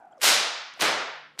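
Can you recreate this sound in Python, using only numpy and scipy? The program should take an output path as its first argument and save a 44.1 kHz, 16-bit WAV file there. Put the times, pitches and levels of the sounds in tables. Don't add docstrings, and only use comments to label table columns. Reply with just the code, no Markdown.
import sys
import numpy as np
from scipy import signal
from scipy.fft import rfft, irfft
from scipy.io import wavfile
from scipy.ndimage import uniform_filter1d

SR = 44100
rng = np.random.default_rng(int(sys.argv[2]) if len(sys.argv) > 2 else 0)


def voltage_ratio(level):
    return 10 ** (np.asarray(level, float) / 20)


def generate_wav(sig):
    pcm = np.round(np.clip(np.atleast_2d(sig).T, -1, 1) * 32767).astype(np.int16)
    wavfile.write(sys.argv[1], SR, pcm)


N = 61739


def evened(x):
    return x / np.sqrt(np.mean(x ** 2) + 1e-20)


def read(points, hz):
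    f, value = np.transpose(points)
    return np.interp(np.log(hz + 1), np.log(f + 1), value)


def add(mix, s, sound):
    part = mix[round(s * SR):][:len(sound)]
    part += sound[:len(part)]


def shock(peak_db, pitch_hz):
    u = np.arange(160) / SR * 2 * np.pi * pitch_hz * 0.6
    push = (1 - np.exp(-u / 1.2)) * np.sin(u) * np.exp(-u / 2.2)
    pulse = np.diff(push * np.hanning(320)[160:])
    roughness = 0.22 * rng.standard_normal(60) * np.exp(-np.arange(60) / 25)
    wall = np.append(-1, roughness)
    return voltage_ratio(peak_db + 3) * np.convolve(pulse / abs(pulse).max(), wall)


ARRIVAL_S = [.2019, .21, .2144, .2177, .222, .2347, .2435, .254, .792, .795, .799, .8082, .8102, .8133,
             .8212, .8249, 1.3775, 1.3862, 1.3905, 1.3939, 1.398]
# peak in dB, pitch in Hz.
ARRIVALS = [(-48, 1800), (-43, 3000), (-26, 3000), (-21, 5000), (-24, 2500), (-13, 5000), (-10, 11000),
            (-11, 3000), (-44, 2500), (-29, 2500), (-34, 2500), (-19, 8000), (-16, 6000), (-12, 5000),
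            (-15, 12000), (-13, 1800), (-42, 1500), (-37, 3000), (-25, 5000), (-22, 5000), (-22, 4000)]


def cracks():
    mix = np.zeros(N)
    for s, row in zip(ARRIVAL_S, ARRIVALS):
        add(mix, s, shock(*row))
    return mix


def echo_grains(start):
    grain_db, grains_per_s = 2.0, 6000
    smooth, blend_s = 0.5, 0.15
    draw = rng.random((N, 3))
    sizes = voltage_ratio(-grain_db * np.log(draw[:, 1] + 1e-3))
    present = draw[:, 2] < grains_per_s / SR
    grains = np.sign(draw[:, 0] - 0.5) * sizes * present
    blend = smooth + np.maximum(np.arange(N) / SR - start, 0) / blend_s
    return (evened(grains) + blend * rng.standard_normal(N)) / np.sqrt(1 + blend ** 2)


# pitch in Hz, level in dB per Hz.
ROAR = [(24, -57.5), (40, -31.5), (580, -1), (981, -3.5), (1290, -0.5), (3600, -1), (10800, -10.5),
        (13500, -12.5), (15700, -28)]


def roar_colour(hz, tilt_db, hump_db):
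    tilt = tilt_db * np.log2((hz + 200) / 2000)
    hump = hump_db * np.exp(-np.log2((hz + 1) / 1700) ** 2)
    colour_db = read(ROAR, hz) + tilt + hump
    return colour_db - 10 * np.log10(np.mean(voltage_ratio(2 * colour_db)))


# pitch in Hz, threshold in dB.
GATE = [(100, -45.5), (300, -23.5), (700, -25.5), (1200, -26.5), (2000, -37), (4000, -48.5), (7000, -63),
        (14000, -55.5)]
# pitch in Hz, knee width in dB.
GATE_KNEE = [(300, 1), (900, 3), (2000, 3), (8000, 10)]


def gate(level_db, hz, lift_db):
    slope, depth_db = 3.0, 20
    under_db = lift_db + read(GATE, hz)[:, None] - level_db
    knee = np.maximum(read(GATE_KNEE, hz), 0.5)[:, None]
    soft_under_db = knee * np.logaddexp(0, under_db / knee)
    return -depth_db * np.tanh(slope * soft_under_db / depth_db)


# pitch in Hz, seconds to die by 60 dB.
GARAGE = [(80, 0.4), (300, 0.89), (1000, 1.264), (2500, 0.93), (5000, 0.85), (8000, 0.56), (14000, 0.33)]
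# pitch in Hz, holding in dB.
SLOW_BASS = [(100, 24.5), (500, 0.5), (1500, 1), (8000, 2)]


def roar(start, tilt_db, lift_db, hump_db, release):
    late_s = 0.022
    echoes = np.pad(echo_grains(start), (0, 512), "reflect")
    hz, frame_s, z = signal.stft(echoes, SR, nperseg=256, noverlap=224)
    age = np.maximum(frame_s - start, 0)[None]
    colour_db = roar_colour(hz, tilt_db, hump_db)[:, None]
    fade_db = -60 * age / read(GARAGE, hz)[:, None]
    gate_db = gate(colour_db - colour_db.max() + fade_db, hz, lift_db)
    held_db = -read(SLOW_BASS, hz)[:, None] * np.exp(-age / late_s)
    z = z * voltage_ratio(colour_db + fade_db + gate_db + held_db)
    tail = signal.istft(z, SR, nperseg=256, noverlap=224)[1][:N]
    t = np.arange(N) / SR
    return tail * voltage_ratio(np.interp(t, *np.transpose(release))) * (t > start)


# start in seconds, brightness in dB per octave,
# gate threshold lift in dB, mid hump in dB.
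CRACKS = [
    (0.2088, 2, -5.5, -1.5),
    (.796, -2, 4.5, 0),
    (1.386, -0.5, -4, -11.5),
]
# time in seconds, roar level in dB before it dies.
RELEASE = [
    [(.2095, -47), (.213, -50), (.217, -27), (.227, -27), (.232, -18.5), (.244, -15.5), (.275, -11.5),
     (.292, -9), (.32, -9.5)],
    [(.796, -43), (.8, -29.5), (.808, -32), (.817, -22), (.822, -17), (.835, -18), (.86, -17)],
    [(1.3858, -49), (1.39, -49), (1.393, -21.5), (1.3945, -31), (1.4, -32)],
]


def roars():
    return sum(roar(*row, release) for row, release in zip(CRACKS, RELEASE))


def resonate(x, hz, width_hz):
    turn = np.exp(2j * np.pi * np.cumsum(hz) / SR)
    r = np.exp(-np.pi * width_hz / SR)
    ringing = signal.lfilter([(1 - r) ** 2], np.convolve([1, -r], [1, -r]), x / turn)
    return 2 * (turn * ringing).real


# time in seconds, whistle pitch in Hz,
# whistle level in dB, hiss level in dB.
SWING = [(0, 800, -49, -81), (.06, 760, -51, -83), (.09, 740, -57, -85), (.112, 760, -51, -84),
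         (.17, 730, -57, -84), (.18, 590, -54, -76), (.195, 570, -57, -74), (.205, 560, -58, -60),
         (.26, 550, -70, -80), (.72, 650, -80, -84), (.765, 500, -64, -73), (.778, 550, -60, -68),
         (.8, 650, -58, -60), (.86, 700, -70, -80), (1.33, 500, -85, -88), (1.36, 500, -65, -82),
         (1.377, 500, -67, -72), (1.4, 500, -66, -62)]


def swing():
    width_hz, overtone_ratio, overtone_db, lump_db = 150, 1.9, -12, 2.5
    s, pitch_hz, whistle_db, hiss_db = np.transpose(SWING)
    t = np.arange(N) / SR
    hz = np.interp(t, s, pitch_hz)
    low = evened(resonate(rng.standard_normal(N), hz, width_hz))
    high = evened(resonate(rng.standard_normal(N), overtone_ratio * hz, width_hz))
    whistle = voltage_ratio(np.interp(t, s, whistle_db)) * (low + voltage_ratio(overtone_db) * high)
    low_cut = signal.butter(1, 1500, "high", fs=SR, output="sos")
    hiss = signal.sosfilt(low_cut, uniform_filter1d(rng.standard_normal(N), size=3))
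    lumps = evened(uniform_filter1d(rng.standard_normal(N), size=150))
    return whistle + voltage_ratio(np.interp(t, s, hiss_db) + lump_db * lumps) * evened(hiss)


def tick(peak_db, pitch_hz, length_s):
    t = np.arange(-200, 200) / SR
    return voltage_ratio(peak_db) * np.exp(-(2 * t / length_s) ** 2) * np.cos(2 * np.pi * pitch_hz * t)


# time of the middle in seconds, peak in dB, pitch in Hz, length in seconds.
TICKS = [(0.13, -59.5, 3180, 0.0043), (.124, -66, 5500, 0.00045), (.182, -56.5, 5500, 0.00089),
         (.124, -61, 7400, 0.0021), (.172, -70, 6400, 0.0013), (1.2, -70, 8000, 0.00046),
         (.242, -19, 760, 0.0027), (.777, -40.5, 710, 0.0041), (.585, -64, 11000, .001),
         (.739, -39.5, 6100, 0.00057), (0.738, -51, 7900, 0.0005), (0.74, -62, 11000, 0.0006),
         (.778, -62, 13500, 0.0017), (1.16, -67.5, 11500, 0.0013)]


def ticks():
    mix = np.zeros(N)
    for s, peak_db, pitch_hz, length_s in TICKS:
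        add(mix, s - 200 / SR, tick(peak_db, pitch_hz, length_s))
    return mix


# pitch in Hz, level in dB.
AIR = [(30, -8.5), (100, -4), (300, 7), (600, -8.5), (1200, 1.5), (2500, -9.5), (6000, -36.5), (15000, -39)]


def air():
    floor_db, hum_db, thump_db = -67, -70, -75
    hum_from_s, hum_to_s, thump_s = 0.93, 1.38, 0.735
    t = np.arange(N) / SR
    spectrum = rfft(rng.standard_normal(N)) * voltage_ratio(read(AIR, np.fft.rfftfreq(N, 1 / SR)))
    floor = evened(irfft(spectrum, N))
    hum_on = np.clip(np.minimum(t - hum_from_s, hum_to_s - t) / 0.04, 0, 1)
    thump = np.exp(-((t - thump_s) / 0.03) ** 2)
    low_level = voltage_ratio(hum_db) * hum_on + voltage_ratio(thump_db) * thump
    return voltage_ratio(floor_db) * floor + low_level * np.sin(2 * np.pi * 150 * t)


def scene():
    mix = swing() + air() + roars() + cracks() + ticks()
    return mix[None]


def band_limit(x):
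    return signal.sosfilt(signal.butter(12, 15870, fs=SR, output="sos"), x)


def record(dry):
    ceiling = 0.75
    low_cut = signal.butter(1, 45, "high", fs=SR, output="sos")
    cut = signal.sosfilt(low_cut, dry)
    limited = ceiling * np.tanh(cut / ceiling)
    treble_edge = signal.firwin(511, 15700, window=("kaiser", 11), fs=SR)
    mix = signal.oaconvolve(limited, treble_edge[None], "same")
    return band_limit(mix)


dry = scene()
out = record(dry)
generate_wav(out)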